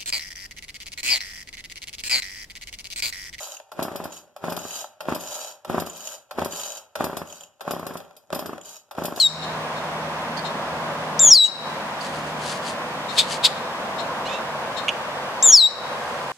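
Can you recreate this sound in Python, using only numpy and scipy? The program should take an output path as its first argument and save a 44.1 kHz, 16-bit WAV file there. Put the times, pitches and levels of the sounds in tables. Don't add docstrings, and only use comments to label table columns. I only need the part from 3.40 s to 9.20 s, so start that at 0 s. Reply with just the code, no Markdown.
import sys
import numpy as np
from scipy import signal
from scipy.fft import rfft, irfft
from scipy.io import wavfile

SR = 44100
rng = np.random.default_rng(int(sys.argv[2]) if len(sys.argv) > 2 else 0)


def dump(signal):
    limited = np.clip(np.atleast_2d(signal).T, -1, 1)
    pcm = np.round(limited * 32767).astype(np.int16)
    wavfile.write(sys.argv[1], SR, pcm)


N = 255780
TIME = np.arange(N) / SR

# (start [s], fastest [s], stop [s], rasp [dB], housing rattle [dB], coil slips [dB])
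REWINDS = [(-0.05, 0.002, 0.15, -38, -41, -39), (0.727, 0.78, 0.77, -44, -55.5, -39),
           (1.19, 1.375, 1.414, -35, -41, -36), (1.806, 1.94, 2.106, -36, -36.5, -32),
           (2.469, 2.662, 2.75, -39.5, -42.5, -38), (3.115, 3.201, 3.38, -35.5, -38, -36),
           (3.871, 3.928, 4.03, -48, -46.5, -37), (5.254, 5.293, 5.37, -45, -53, -36.5),
           (5.773, 5.8, 6, -40, -31.5, -38)]
# (time [s], level [dB])
SLIP_ACCENTS = [(0.168, -26.5), (0.7324, -40), (0.7672, -32.5), (1.2725, -41), (1.3069, -22), (2.111, -36),
                (2.6723, -20.5), (3.318, -25), (3.3787, -29), (4.0077, -28), (4.034, -29.5),
                (5.2121, -31.5)]
# (time [s], level [dB]); most are the handle as the saw swings, # the one at
# 4.903 s is the pawls biting on the eighth pull
HANDLE_KNOCKS = [(0.199, -24), (1.441, -20.5), (1.654, -21), (3.592, -35), (4.602, -22), (4.709, -30.5),
                 (4.903, -27.5), (5.179, -19), (5.55, -23.5), (5.573, -26)]
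# (time [s], level [dB])
PAWL_CATCHES = [(0.317, -29.5), (0.962, -33.5), (1.605, -24), (2.247, -30.5), (2.909, -27.5),
                (3.554, -19.5), (4.207, -24.5), (4.926, -21), (5.51, -29)]
# (first puff [s], puffs [count, rounded], base turn length [s],
# extra for the stiff first turn [s], slowing [s per turn squared], first puff [dB], middle puff [dB],
# last puff [dB], air rumble [dB re puff levels], housing rattle [dB re puff levels])
PULLS = [(0.393, 8.37, 0.028, 0.0023, 0.00071, -13.5, -21.5, -19.5, -19, -18),
         (1.041, 4.96, .0348, 0.0073, .0047, -14, -16, -22.5, -19, -19),
         (1.686, 3, 0.037, 0.00044, 0.0017, -10.5, -11, -19, -19, -20),
         (2.299, 5.36, .0337, .013, .0018, -13.5, -9.5, -25.5, -18, -21),
         (2.986, 3.93, 0.026, 0.01, 0.012, -11, -12.5, -26.5, -18, -18.5),
         (3.608, 7, .0258, .0083, .00085, -9.5, -20.5, -19, -18.5, -21),
         (4.279, 9.42, .0272, .0031, .0004, -15, -21.5, -19.5, -19, -19.5),
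         (4.931, 7.48, 0.031, 0, 0.00028, -18, -22.5, -21.5, -16, -34),
         (5.584, 5.8, 0.027, 0.01, .0016, -14.5, -17, -21.5, -20, -19)]
# (time [s], level [dB])
METAL_CLACKS = [(0.426, -21.5), (0.5584, -28), (0.6394, -29), (1.0977, -28.5), (1.122, -28.5),
                (1.1644, -25.5), (1.7465, -22.5), (1.805, -29), (2.2957, -35.5), (2.3984, -23.5),
                (2.461, -31), (2.5671, -35), (3.046, -23.5), (3.641, -22), (3.7678, -24.5), (4.3082, -22),
                (4.3929, -37), (4.466, -28.5), (4.5353, -37), (4.57, -32), (4.765, -39.5), (4.9472, -25),
                (4.9902, -26), (5.0591, -29.5), (5.636, -28), (5.6525, -22.5), (5.76, -30.5)]

# (frequency [Hz], width [Hz], gain [dB])
HOUSING_MODES = [(573.4, 31, 4.5), (613.5, 42, 4), (743, 74, -1.5), (861, 17, -4), (980, 31, -29),
                 (1316, 68, -8.5), (1730, 67, -23), (2410, 59, -13.5), (3155, 53, -16.5), (3900, 42, -30)]
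# (frequency [Hz], width [Hz], gain [dB])
SPRING_MODES = [(2650, 160, -0.5), (3090, 265, 3.5), (3924, 87, 11.5), (4500, 22, 11), (4684, 33, 12),
                (4950, 18, 8.5), (5130, 25, -2), (5561, 11, 14.5), (6440, 470, 12), (6900, 160, 8.5),
                (9930, 50, 6.5), (11000, 50, -1.5), (12100, 46, -2), (12700, 38, 7)]
# (frequency [Hz], width [Hz], gain [dB])
MUFFLER_MODES = [(85.8, 20, 9), (169.3, 11.4, 11), (235.7, 22.6, 5), (317.5, 7.6, 7), (366.2, 10, 7),
                 (389.4, 18, 2.5), (400, 17, -11.5), (550, 5.5, -9), (610, 4.7, -7), (734, 43, -39),
                 (1050, 56, -27), (1400, 62, -27)]
# (frequency [Hz], width [Hz], gain [dB])
CHAIN_MODES = [(2520, 200, 0), (3240, 210, -10.5), (4890, 120, 5.5), (5223, 44, 3.5), (5800, 220, -13),
               (7800, 230, -16), (9790, 93, 4.5), (10470, 120, 0), (11300, 120, -3), (12130, 160, 9.5),
               (13320, 170, 4.5)]

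# (frequency [Hz], gain [dB])
SCRAPE_EQ = [(300, -3.5), (600, 6), (1500, 4), (2300, -1), (5000, -0.5), (8500, -4), (12000, -3),
             (14500, 3)]
# (frequency [Hz], gain [dB])
AIR_EQ = [(40, -16), (90, 6.5), (400, 2), (1300, 1.5), (2000, -2), (3300, -18.5), (6000, -33.5),
          (14000, -23)]
# (frequency [Hz], gain [dB])
CLACK_EQ = [(200, -18.5), (600, 22.5), (1400, -15), (2200, -2.5), (3600, 8), (4400, 8.5), (5100, 2.5),
            (6100, 4.5), (8500, 5.5), (10500, 3), (12000, 13), (14500, -28)]
# (frequency [Hz], gain [dB])
AMBIENCE_EQ = [(30, 31), (120, 41), (300, 1), (700, -31), (2000, -17), (6000, -23), (14000, -75)]
# (frequency [Hz], side gain [dB])
SIDE_EQ = [(60, -21.5), (200, -10), (500, -9), (1000, -3), (2100, -6), (3200, -2), (14000, 0.5)]


def from_db(db):
    return 10 ** (np.asarray(db) / 20)


def unit_rms(x):
    return x / np.sqrt(np.mean(x ** 2) + 1e-20)


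def noise():
    return rng.standard_normal((2, N))


def convolve(x, response):
    return signal.fftconvolve(np.atleast_2d(x), np.atleast_2d(response), axes=1)[:, :N]


def butter(x, order, hz, band):
    return signal.sosfilt(signal.butter(order, hz, band, fs=SR, output="sos"), x)


def eq(x, curve, size=2048):
    hz, db = np.transpose(curve)
    bins = np.maximum(np.fft.rfftfreq(size, 1 / SR), 1)
    gain = from_db(np.interp(np.log(bins), np.log(hz), db))
    cepstrum = irfft(np.log(gain))
    cepstrum[1:size // 2] *= 2
    cepstrum[size // 2 + 1:] = 0
    return convolve(x, irfft(np.exp(rfft(cepstrum))))


def resonate(x, modes):
    out = 0
    for hz, width, db in modes:
        r = np.exp(-np.pi * width / SR)
        zeros = [(1 - r * r) / 2, 0, (r * r - 1) / 2]
        poles = [1, -2 * r * np.cos(2 * np.pi * hz / SR), r * r]
        out = out + from_db(db) * signal.lfilter(zeros, poles, x + 1e-18)
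    return out


def impulses(cues):
    out = np.zeros(N)
    for s, db in cues:
        out[int(np.clip(s * SR, 0, N - 1))] += from_db(db)
    return out


def bursts(clicks, rise_s, fall_s):
    t = TIME[:SR // 4]
    shape = (1 - np.exp(-t / rise_s)) * np.exp(-t / fall_s)
    return np.abs(convolve(clicks, shape / shape.max()))


def fader(times, levels_db, rise_db_per_s, fall_db_per_s):
    early, late = np.maximum(times[0] - TIME, 0), np.maximum(TIME - times[-1], 0)
    db = np.interp(TIME, times, levels_db) - rise_db_per_s * early - fall_db_per_s * late
    return from_db(np.maximum(db, -200))


def grains(per_s, spread_db):
    sizes = from_db(spread_db * np.minimum(rng.exponential(1, N), 4))
    return unit_rms((rng.random(N) < per_s / SR) * sizes * noise())


def chatter(per_s, jitter, fall_s, rub):
    times = np.cumsum(np.exp(jitter * rng.standard_normal(2000)) / per_s)
    levels_db = rng.normal(0, 3, 2000)
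    knocks = np.column_stack([times, levels_db])[times < TIME[-1]]
    return unit_rms(rub + bursts(impulses(knocks), 0.0003, fall_s))


def recoil(rattle_db=-3, spring_db=2, scrape_db=-1):
    rattle, rasp = pulley_envelopes()
    knocking = chatter(per_s=95, jitter=0.33, fall_s=0.005, rub=0.58)
    housing = unit_rms(housing_ring(knocking * grains(4000, 3.5)))
    spring = from_db(spring_db) * unit_rms(resonate(knocking * grains(4000, 1.6), SPRING_MODES))
    friction = chatter(per_s=190, jitter=0.47, fall_s=0.00075, rub=1) * grains(7000, 1.6)
    scrape = from_db(scrape_db) * shifting_coils(eq(friction, SCRAPE_EQ))
    return from_db(rattle_db) * rattle * housing + rasp * (spring + scrape)


def pulley_envelopes(gather_db_per_s=63, slacken_db_per_s=46.5, rise_db_per_s=505, rattle_follows=0.58):
    rattle, rasp = from_db(-69), from_db(-76)
    rattle = rattle + from_db(-19) * take_up() + from_db(-27) * cord_twitches()
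    for pull in PULLS:
        *_, rattle_db = pull
        drive = effort(pull, coast_db_per_s=125)
        rattle = rattle + from_db(rattle_db) * drive
        rasp = rasp + from_db(-44) * drive
    for start, fastest, stop, rasp_db, rattle_db, _ in REWINDS:
        span = [start, fastest, stop]
        swell_db = -np.array([gather_db_per_s * (fastest - start), 0, slacken_db_per_s * (stop - fastest)])
        shake = fader(span, rattle_db + rattle_follows * swell_db, rise_db_per_s, fall_db_per_s=193)
        winding = fader(span, rasp_db + swell_db, rise_db_per_s, fall_db_per_s=330)
        quiver = fader(span, rasp_db + swell_db - 21, rise_db_per_s, fall_db_per_s=130)
        rattle = np.maximum(rattle, shake)
        rasp = np.maximum(rasp, np.maximum(winding, quiver))
    return rattle, rasp


def housing_ring(x, low_cut_hz=430):
    return butter(resonate(x, HOUSING_MODES), 2, low_cut_hz, "high")


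def shifting_coils(x, trip_s=0.0031, wander=0.031, echo_gain=0.47):
    drift = np.interp(TIME, np.linspace(0, TIME[-1], 60), rng.standard_normal(60))
    delay = trip_s * SR * (1 + wander * drift)
    n = np.arange(N)
    combed = [sum(echo_gain ** k * np.interp(n - k * delay, n, channel) for k in range(4))
              for channel in x]
    return unit_rms(np.array(combed))


def coil_slips(chirp_db=-9, scrape_db=-15, high_hz=6900, low_hz=3000, width_hz=260):
    chirps, cues = 0, slip_cues()
    for k, tightness in enumerate([0.938, 1.04, 0.97, 1.015]):
        envelope = bursts(impulses(cues[k::4]), 0.0015, 0.004)
        modes = [(high_hz * tightness, width_hz, 0), (low_hz * tightness, width_hz, -5)]
        chirps = chirps + envelope * unit_rms(resonate(noise(), modes))
    scrape = bursts(impulses(cues), 0.00084, 0.0019) * unit_rms(eq(noise(), SCRAPE_EQ))
    return from_db(chirp_db) * chirps + from_db(scrape_db) * scrape


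def slip_cues(gap_s=0.0275, jitter_s=0.0022, spread_db=7.5):
    cues = list(SLIP_ACCENTS)
    for start, stop, *_, slip_db in REWINDS:
        chance = rng.standard_normal((40, 2))
        for s, (late, strong) in zip(np.arange(start, stop, gap_s), chance):
            cues.append((s + jitter_s * late, slip_db + spread_db * strong))
    return [(s, db) for s, db in cues if 0 < s < TIME[-1]]


def knocks_and_pawls(knock_db=8, snap_db=12, crack_db=-12):
    snaps = bursts(impulses(PAWL_CATCHES), 0.0011, 0.0067) * grains(6000, 1.0)
    knocks = bursts(impulses(HANDLE_KNOCKS), 0.0016, 0.0022) * grains(5000, 3.9)
    crack = from_db(crack_db) * resonate(snaps, [(1140, 340, 17), (3480, 270, 1), (4330, 50, 5)])
    return housing_ring(from_db(snap_db) * snaps + from_db(knock_db) * knocks) + crack


def cord_twitches(rise_s=0.00084, fall_s=0.0053):
    return bursts(impulses(PAWL_CATCHES)[::-1], rise_s, fall_s)


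def take_up(rise_s=0.0073, fall_s=0.076):
    return bursts(impulses(PAWL_CATCHES), rise_s, fall_s)


def piston_air(rumble_db=-1, breath_db=-8, leak_db=-22, gasp_db=-19):
    clicks = strokes()
    pumping = bursts(clicks, 0.0011, 0.0043)
    drive = from_db(-27) * take_up() + from_db(-21) * pumping
    for pull in PULLS:
        *_, air_db, _ = pull
        drive = drive + from_db(air_db) * effort(pull, coast_db_per_s=153)
    rumble = from_db(rumble_db) * drive * unit_rms(resonate(noise(), MUFFLER_MODES))
    leak = bursts(clicks[::-1], 0.00033, 0.002)[:, ::-1]
    gasp = bursts(clicks, 0.0026, 0.003)
    air = from_db(breath_db) * drive + from_db(leak_db) * leak + from_db(gasp_db) * gasp
    return rumble + air * unit_rms(eq(noise(), AIR_EQ))


def turns(pull):
    start, count, base_s, stiff_s, slowing_s, *levels_db, _, _ = pull
    k = np.arange(round(count) - 1)
    lengths = base_s + stiff_s * (k == 0) + slowing_s * k ** 2
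    times = start + np.append(0, np.cumsum(lengths))
    return times, np.interp(np.linspace(0, 1, len(times)), [0, 0.5, 1], levels_db)


def strokes():
    return sum(impulses(zip(*turns(pull))) for pull in PULLS)


def effort(pull, coast_db_per_s, spin_up_db_per_s=656):
    return fader(*turns(pull), spin_up_db_per_s, coast_db_per_s)


def exhaust(swell_s=0.0005, suck_s=0.00096, swing_s=0.002232, edge_hz=1550, puff_db=2, ring_db=-3.5):
    t = (np.arange(SR // 25) - SR // 50) / SR
    swell = np.exp(-abs(t) / swell_s)
    suction = -from_db(-5) * np.exp(-abs(t) / suck_s)
    wave = np.where(t < 0, swell, suction)
    wave = wave - from_db(-8.5) * np.interp(t - swing_s, t, wave)
    wave = signal.sosfiltfilt(signal.butter(3, edge_hz, fs=SR, output="sos"), wave)
    puffs = signal.fftconvolve(strokes(), wave, "same")
    return from_db(puff_db) * puffs + from_db(ring_db) * resonate(puffs, MUFFLER_MODES)


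def metal_clacks(hit_db=-9, shimmer_db=-23, chain_db=-6, jolt_db=-11):
    hits = impulses(METAL_CLACKS) + from_db(jolt_db) * impulses(PAWL_CATCHES)
    contacts = bursts(hits, 0.0009, 0.0063) * grains(7000, 0.44)
    shimmer = bursts(hits, 0.004, 0.013) * noise()
    chain = from_db(chain_db) * resonate(contacts + shimmer, CHAIN_MODES)
    return eq(from_db(hit_db) * contacts + from_db(shimmer_db) * shimmer, CLACK_EQ) + chain


def yard_reverb(x, predelay_s=0.0016, split_hz=2500, low_t60_s=0.72, high_t60_s=0.27):
    t = TIME[:SR // 2]
    scatter = rng.standard_normal((2, len(t))) * np.clip(t / predelay_s - 1, 0, 1)
    response = 0
    for band, t60, wet_db in (("low", low_t60_s, -10.5), ("high", high_t60_s, -9)):
        tail = scatter * from_db(-60 * t / t60)
        tail = from_db(wet_db) * tail / np.sqrt(np.sum(tail ** 2) / 2)
        response = response + butter(tail, 3, split_hz, band)
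    return convolve(x, response)


def scene(ambience_db=-70):
    saw = exhaust() + piston_air() + knocks_and_pawls() + metal_clacks() + recoil() + coil_slips()
    left, right = saw + yard_reverb(saw) + from_db(ambience_db) * unit_rms(eq(noise(), AMBIENCE_EQ))
    mid, side = (left + right) / 2, eq((left - right) / 2, SIDE_EQ)
    return mid + side * [[1], [-1]]


def record(dry, cross=0.7, cross_top_hz=7800, lag_samples=21, low_cut_hz=70, stop_hz=15300, gain_db=-1):
    dry = butter(dry, 2, low_cut_hz, "high")
    hz = np.fft.rfftfreq(N, 1 / SR)
    swapped = np.pad(dry[::-1], ((0, 0), (lag_samples, 0)))[:, :N]
    crossfeed = irfft(rfft(swapped) * cross / (1 + (hz / cross_top_hz) ** 4), N)
    left, right = dry - crossfeed
    left = eq(left, [(300, 1), (1500, 0.17), (9000, 0), (12500, 4)])[0]
    high_cut = signal.cheby2(14, 70, stop_hz, fs=SR, output="sos")
    return signal.sosfilt(high_cut, from_db(gain_db) * np.array([left, right]))


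dry = scene()
out = record(dry)
dump(out)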